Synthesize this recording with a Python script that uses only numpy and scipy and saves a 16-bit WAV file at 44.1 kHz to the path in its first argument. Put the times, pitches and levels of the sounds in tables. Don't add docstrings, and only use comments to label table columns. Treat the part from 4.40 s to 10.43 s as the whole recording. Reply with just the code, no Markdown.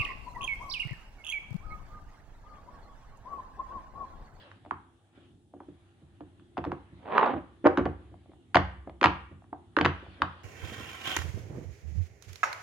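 import sys
import numpy as np
from scipy import signal
from scipy.fft import rfft, irfft, next_fast_len
from scipy.io import wavfile
from scipy.ndimage import uniform_filter1d

SR = 44100
rng = np.random.default_rng(int(sys.argv[2]) if len(sys.argv) > 2 else 0)


def unload_wav(signal):
    wavfile.write(
        sys.argv[1],
        SR,
        np.round(np.clip(np.atleast_2d(signal).T, -1, 1) * 32767).astype(np.int16),
    )


N = 266099


def amp(db):
    return 10 ** (np.asarray(db) / 20)


def evened(x):
    return x / np.sqrt(np.mean(x ** 2) + 1e-20)


def read(points, hz):
    f, value = np.transpose(points)
    return np.interp(np.log(hz + 1), np.log(f + 1), value)


def curve(points):
    return amp(np.interp(np.arange(N) / SR, *np.transpose(points)))


def add(mix, s, sound):
    part = mix[..., max(round(s * SR), 0):][..., :sound.shape[-1]]
    part += sound[..., :part.shape[-1]]


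def coloured(x, points):
    size = next_fast_len(x.shape[-1] + 4096)
    gain = amp(read(points, np.fft.rfftfreq(size, 1 / SR)))
    return irfft(rfft(x, size) * gain, size)[..., :x.shape[-1]]


def resonate(x, hz, width):
    turn = np.exp(2j * np.pi * np.cumsum(hz * np.ones(len(x))) / SR)
    r = np.exp(-np.pi * width / SR)
    return 2 * (turn * signal.lfilter([1 - r], [1, -r], x / turn)).real


def diffuse(pair):
    # (frequency [Hz], left-right likeness [0 to 1])
    likeness = [(60, 1), (130, 0.87), (270, 0.64), (570, 1), (1200, 0.061), (2550, 0.058), (5390, 0.1),
                (11400, 0.14)]
    size = next_fast_len(pair.shape[1])
    same = np.clip(read(likeness, np.fft.rfftfreq(size, 1 / SR)), 0, 1)
    a, b = rfft(pair, size)
    right = same * a + np.sqrt(1 - same ** 2) * b
    return irfft(np.array([a, right]), size)[:, :pair.shape[1]]


def patchy(tone, patchy_db, flicker_db):
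    frames, hz = N // 256 + 5, np.fft.rfftfreq(1024, 1 / SR)
    z = rng.standard_normal((frames, 513, 5)).T
    patches = evened(uniform_filter1d(uniform_filter1d(z[4], 10, 0), 12, 1))
    flicker = evened(uniform_filter1d(rng.standard_normal(frames), 6))
    level_db = read(tone, hz)[:, None] + patchy_db * patches + flicker_db * flicker
    spectra = (z[:2] + 1j * z[2:4]) * amp(level_db)
    noise = signal.istft(spectra, nperseg=1024, noverlap=768)[1][:, :N]
    return evened(diffuse(noise))


def air():
    # (frequency [Hz], relative density [dB per Hz])
    air_tone = [(15, -51), (25, -22), (86, -1), (218, -6), (338, -6), (437, -15.5), (581, -23),
                (812, -14.5), (947, -33), (1470, -30), (2280, -37.5), (3530, -26.5), (4810, -39.5),
                (9890, -33), (11800, -48.5), (15400, -84.5), (22000, -120)]
    # (frequency [Hz], width of the first resonance [Hz], rms level [dB])
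    hum = [(342.4, 9.7, -71), (96, 6.1, -67), (257, 35, -75.5)]
    # (time [s], gain [dB])
    swell = [(.45, 2.5), (.65, -5.5), (.95, 5.5), (1.1, -2), (1.451, -0.5), (1.65, 2), (2.099, 4)]
    air_db = -64.5
    tones = np.zeros(N)
    for hz, width, db in hum:
        narrow = resonate(rng.standard_normal(N), hz, width)
        tones += amp(db) * evened(resonate(narrow, hz, 63.0))
    floor = amp(air_db) * patchy(air_tone, patchy_db=1.5, flicker_db=.3) + tones
    rumble = coloured(floor, [(400, 0), (700, -40)])
    return floor + (curve(swell) - 1) * rumble


def rustle():
    # (time [s], level [dB])
    rustle_level = [(0, -54.5), (0.239, -69.5), (.6, -78.5), (.72, -76), (.76, -63.5), (.92, -72.5),
                    (1.05, -93), (1.249, -72), (2.15, -74.5), (2.62, -66), (3.22, -71), (3.7, -71),
                    (4.05, -75), (5.002, -81), (5.33, -73.5), (5.6, -56.5), (6.03, -60)]
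    # (frequency [Hz], relative density [dB per Hz])
    rustle_tone = [(290, -26.5), (500, -2), (822, -3), (1370, -2.5), (1800, -4), (2100, -8), (3340, -5.5),
                   (7000, -37), (9100, -60.5), (15400, -120)]
    return curve(rustle_level) * patchy(rustle_tone, patchy_db=2.5, flicker_db=.6)


def pops():
    # (time [s], tone peak [dB], nominal pitch [Hz], crack relative to the tone peak [dB])
    snap_events = [(0.1163, -44, 1218, -6.5), (0.2515, -44.5, 796, -14.5), (0.2627, -42, 870, -20.5),
                   (0.3112, -19, 1180, -27), (1.1397, -41, 777, -45), (1.2052, -39, 1080, -39.5),
                   (1.8079, -38.5, 799, -18), (1.9974, -56.5, 1246, -7), (2.1721, -25, 912, -23),
                   (2.1794, -25.5, 853, -13.5), (2.1878, -30, 851, -17), (2.242, -27.5, 1048, -14),
                   (2.251, -27, 941, -13.5), (2.3193, -24, 1023, -18.5), (2.7815, -7, 1283, -20.5),
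                   (2.8153, -20, 964, -35.5), (2.8313, -15.5, 1205, -26.5), (2.8613, -30, 977, -8.5),
                   (3.254, -16, 934, -27), (3.2655, -9, 688.7, -21.5), (3.2714, -9.5, 1019, -18.5),
                   (3.3747, -18.5, 1068, -7.5), (3.3853, -20.5, 1087, -18), (3.456, -28.5, 1170, -9),
                   (3.4646, -21.5, 820, -34), (3.7427, -45.5, 830, -30), (3.8606, -53.5, 710, -23),
                   (3.919, -51.5, 752, -17), (3.9358, -51.5, 908, -20.5), (4.147, -14, 1109, -5.5),
                   (4.152, -18, 952, -14), (4.1566, -11.5, 1182, -1), (4.1592, -7, 783, -23.5),
                   (4.1694, -11.5, 1441, -8.5), (4.1718, -12.5, 864.6, -10.5), (4.4755, -36.5, 849, -31.5),
                   (4.4967, -37, 765, -14.5), (4.614, -19.5, 1244, -5.5), (4.6301, -15.5, 1069, -4.5),
                   (4.6418, -6, 1000, -6.5), (4.646, -10, 1209, -11), (4.6496, -16.5, 1145, -8.5),
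                   (4.6527, -21.5, 1204, -6.5), (4.6587, -9.5, 1054, -6.5), (4.6699, -16, 1123, -13.5),
                   (5.0226, -51.5, 868, -28), (5.043, -52, 998, -18), (5.1309, -28.5, 995, -39.5),
                   (5.368, -14.5, 1188, -10), (5.3882, -14, 1244, -11), (5.4126, -16, 1016, -5),
                   (5.4491, -15.5, 999, -3.5), (5.4542, -14.5, 1865, -6.5), (5.4607, -12, 1122, -9),
                   (5.6653, -44.5, 904, -26.5), (5.8204, -10.5, 1228, -11), (5.8341, -25.5, 952, -26)]
    # (frequency [Hz], relative density [dB per Hz])
    crack_tone = [(900, -32.5), (1500, 10.5), (2400, 6), (3500, -2), (4800, -10.5), (6300, -18),
                  (9000, -40.5), (12000, -45)]
    pan_centre_db, pan_spread_db = -1, 8
    settle, fall, fall_loss = 0.7214, .4, 0.2424
    glide_s = 0.00091
    out, t = np.zeros((2, N)), np.arange(-256, 512) / SR
    draws = rng.random((len(snap_events), 3))
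    white = rng.standard_normal((len(snap_events), 3, len(t)))
    noise = coloured(white[:, :1] + .5 * white[:, 1:], crack_tone)
    for (s, db, hz, crack_db), (turn, spread, side), hiss in zip(snap_events, draws, noise):
        soft = np.clip(-crack_db / 40, 0, 1)
        glide = hz * (settle + (fall - fall_loss * soft) * np.exp(-np.clip(t, -.002, 1) / glide_s))
        width_s = np.where(t < 0, .0009, 0.0014 + 0.00043 * spread)
        shape = np.exp(-(t / (1 + 0.5 * soft) / width_s) ** 2)
        apart = .16 * (side - .5) * np.array([[1], [-1]])
        snap = shape * np.cos(2 * np.pi * (np.cumsum(glide) / SR + turn + apart))
        crack_shape = np.exp(-(t / np.where(t < 0, .0009, .0016)) ** 2)
        crack = amp(crack_db) * evened(hiss) * crack_shape
        pan_db = pan_centre_db + pan_spread_db * (side - .5)
        add(out, s + t[0], amp(db) * amp([[pan_db / 2], [-pan_db / 2]]) * (snap + crack))
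    return out


def sheet_rings(snaps):
    # (frequency [Hz], width [Hz], gain [dB])
    sheet_modes = [(694, 65, -3), (1174, 3.3, -8.5), (1580, 6, -5)]
    return sum(amp(db) * resonate(snaps, hz, width) for hz, width, db in sheet_modes)


def room(x):
    # (frequency [Hz], time to fall 60 dB [s])
    room_t60 = [(60, 1), (160, 0.42), (420, 0.36), (1100, 0.51), (2910, 0.57), (7680, 0.38)]
    # (frequency [Hz], gain [dB])
    room_tone = [(100, -4), (400, 2.5), (690, 2.5), (850, 0.5), (1150, 2), (1600, 2), (2100, -0.5),
                 (3000, 1), (4800, -3), (6300, 0.5), (10000, -11)]
    out, t = np.zeros((2, N)), np.arange(N) / SR
    for k in range(3):
        taps = np.zeros((2, SR))
        at = np.arange(120, SR - 20, 20) + rng.integers(0, 20, (2, (SR - 121) // 20))
        np.put_along_axis(taps, at, rng.choice([-1., 1.], at.shape), 1)
        hz, lag, z = signal.stft(taps, SR, nperseg=256)
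        near_db = 10.0 * np.exp(-lag / 0.056)
        z = z * amp(-60 * lag / read(room_t60, hz)[:, None] + near_db)
        z = z * np.clip(lag / 0.0013, .25, 1) ** 2
        tail = diffuse(coloured(signal.istft(z, SR, nperseg=256)[1], room_tone))
        share = np.sqrt(2 / 3) * np.cos(2 * np.pi * (7 * t + k / 6))
        tail = tail / np.linalg.norm(tail[0])
        out += signal.fftconvolve((x * share)[None], tail, axes=1)[:, :N]
    return out


def thuds():
    # (time [s], level [dB], weight of the modes below 200 Hz [dB],
    # push length before the deep lag and the 1 ms minimum of the other modes [ms])
    pushes = [(0.261, -43, -26, 7.7), (0.318, -37.5, -13.5, 2.7), (0.776, -48.5, -17, 1.6),
              (1.132, -34.5, -23, 25), (1.163, -45.5, -30, 4.2), (1.204, -39.5, -31, 6.7),
              (1.283, -40.5, -12, 5), (1.615, -44.5, -8, 14), (1.807, -33.5, -17.5, 11),
              (2.005, -52, -11, 5.4), (2.179, -22.5, -20.5, 7.6), (2.205, -30.5, -18.5, 28),
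              (2.26, -20.5, -16.5, 14), (2.289, -32.5, -13.5, 11), (2.324, -30, -21, 4.1),
              (2.517, -46, -1.5, 13), (2.93, -18, -21.5, 15), (3.24, -16, -28.5, 11),
              (3.254, -5.5, -31.5, 9), (3.376, -19, -18.5, 6.6), (3.39, -17.5, -22, 2.7),
              (3.408, -26, -10, 4), (3.457, -19.5, -16, 2.4), (3.714, -42, -13.5, 12),
              (3.892, -48.5, -16, 6), (4.151, -14, -12, 8), (4.195, -39, 3, 2.4), (4.47, -35, -14.5, 6.8),
              (4.616, -18.5, -40, 9.1), (4.646, -17, -11.5, 6.8), (4.911, -42, -6, 10),
              (5.125, -39, -15, 5.5), (5.37, -19, -22.5, 7), (5.409, -21, -7.5, 2.7),
              (5.451, -19.5, -10, 7), (5.625, -43, -20, 6.5), (5.669, -43.5, -5, 18), (5.799, -35, -13, 14),
              (5.822, -33.5, -6, 0.96)]
    # (frequency [Hz], base level [dB], time to fall 60 dB [s])
    table_modes = [(66.03, -9, 1), (87.1, 2, .4), (140.6, 1.5, 0.22), (184.5, -2, 0.32), (255, -9.5, 0.067),
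                   (296, 4, 0.064), (340.5, -2.5, 0.089), (469.6, -10, 0.099), (541, -1, 0.043),
                   (671.6, -14.5, 0.081)]
    # (frequency [Hz], relative density [dB per Hz])
    slap_tone = [(300, -17), (500, -5), (1000, -4), (1700, -4.5), (3000, -20.5), (6000, -56),
                 (12000, -63.5)]
    slap_db, slap_t60, high_db = -13, 0.041, -2.5
    later_db_per_s, hard_db_per_db = 1.75, 0.18
    deep_lag_ms = 7.2
    phase_spread = .25
    out, t = np.zeros(N), np.arange(SR // 2) / SR
    draws = rng.random((len(pushes), len(table_modes), 2))
    slaps = evened(coloured(rng.standard_normal((len(pushes), len(t))), slap_tone))
    hz, db, t60 = np.transpose(table_modes)[:, :, None]
    for (s, level_db, weight_db, ms), draw, slap in zip(pushes, draws, slaps):
        rise_ms = np.where(hz < 200, ms + deep_lag_ms, max(ms, 1))
        rise = np.sin(np.pi / 2 * np.clip(t * 1000 / rise_ms, 0, 1)) ** 2
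        spot_db = 4 * (draw[:, :1] - .5)
        brisk_db = later_db_per_s * s + hard_db_per_db * level_db
        band_db = np.where(hz < 200, weight_db, np.where(hz > 400, high_db + brisk_db, 0))
        wave = np.sin(2 * np.pi * (hz * t + phase_spread * draw[:, 1:]))
        ring = amp(db + band_db + spot_db - 60 * t / t60) * wave
        slap_part = rise[-1] * amp(slap_db + brisk_db - 60 * t / slap_t60) * slap
        add(out, s, amp(level_db) * ((rise * ring).sum(0) + slap_part))
    return out


def drag():
    # (time [s], level [dB], dome resonance [Hz], low scrape relative to the level [dB])
    drag_path = [(2.56, -77, 769, 10.5), (2.682, -41, 690, -19.5), (2.77, -24.5, 840, -12.5),
                 (2.794, -24, 943, -20.5), (2.88, -27.5, 800, -14), (2.985, -45, 641, 10),
                 (3.1, -102, 959, -1.5)]
    # (frequency [Hz], gain [dB])
    drag_tone = [(88, -51), (150, -15.5), (405, 0.5), (571, -4), (689, -8), (1020, -5), (2250, -14.5),
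                 (2670, -16.5), (3890, -27), (9000, -91.5), (11700, -113), (19800, -120)]
    s, *columns = np.transpose(drag_path)
    t = np.arange(s[0], s[-1], 1 / SR)
    level_db, hz, low_db = (np.interp(t, s, c) for c in columns)
    grip = evened(uniform_filter1d(uniform_filter1d(rng.standard_normal(len(t)), 150), 150))
    slips = rng.standard_normal((3, len(t))) * amp(3.5 * grip)
    near = slips[0] + .55 * slips[1:]
    domes = np.array([resonate(v, hz, 300.) for v in near])
    sheet = evened(coloured(near + 4.5 * domes, drag_tone))
    low = resonate(resonate(slips[0], 260.0, 120.), 250.0, 240.0)
    low = evened(resonate(low, 200.0, 350.0))
    out = np.zeros((2, N))
    add(out, s[0], amp(level_db) * (sheet + amp(low_db) * low) * amp([[-1.5], [1.5]]))
    return out


def scene():
    snaps, table, sheet = pops(), thuds(), drag()
    rings = sheet_rings(snaps.mean(0))
    wet = room(amp(-11.5) * snaps.mean(0) + amp(-9.5) * table + amp(-12.5) * sheet.mean(0))
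    table_pair = table * amp([[-.6], [.6]])
    return snaps + rings + table_pair + sheet + wet + rustle() + air()


def record(dry):
    # (frequency [Hz], lead of the left [rad])
    left_lead = [(0, 0), (170, -.5), (860, -.3), (2500, -.7), (3800, -.1), (4650, -.7), (5300, -2.1),
                 (5700, -4), (6700, -5.3), (8400, -6.3), (11200, -8.1)]
    edge_hz = 12100
    size = next_fast_len(N + 4096)
    hz = np.fft.rfftfreq(size, 1 / SR)
    lead = np.interp(hz, *np.transpose(left_lead))
    bass_cut = 1 / np.sqrt(1 + (46.0 / (hz + 1)) ** 6)
    shift = np.exp(.5j * np.array([lead, -lead]))
    pair = irfft(rfft(dry, size) * bass_cut * shift, size)[:, :N]
    rounded = pair / (1 + (pair / .95) ** 6) ** (1 / 6)
    band_limit = signal.firwin(511, edge_hz, window=("kaiser", 9), fs=SR)
    return signal.oaconvolve(rounded, band_limit[None], "same")


dry = scene()
out = record(dry)
unload_wav(out)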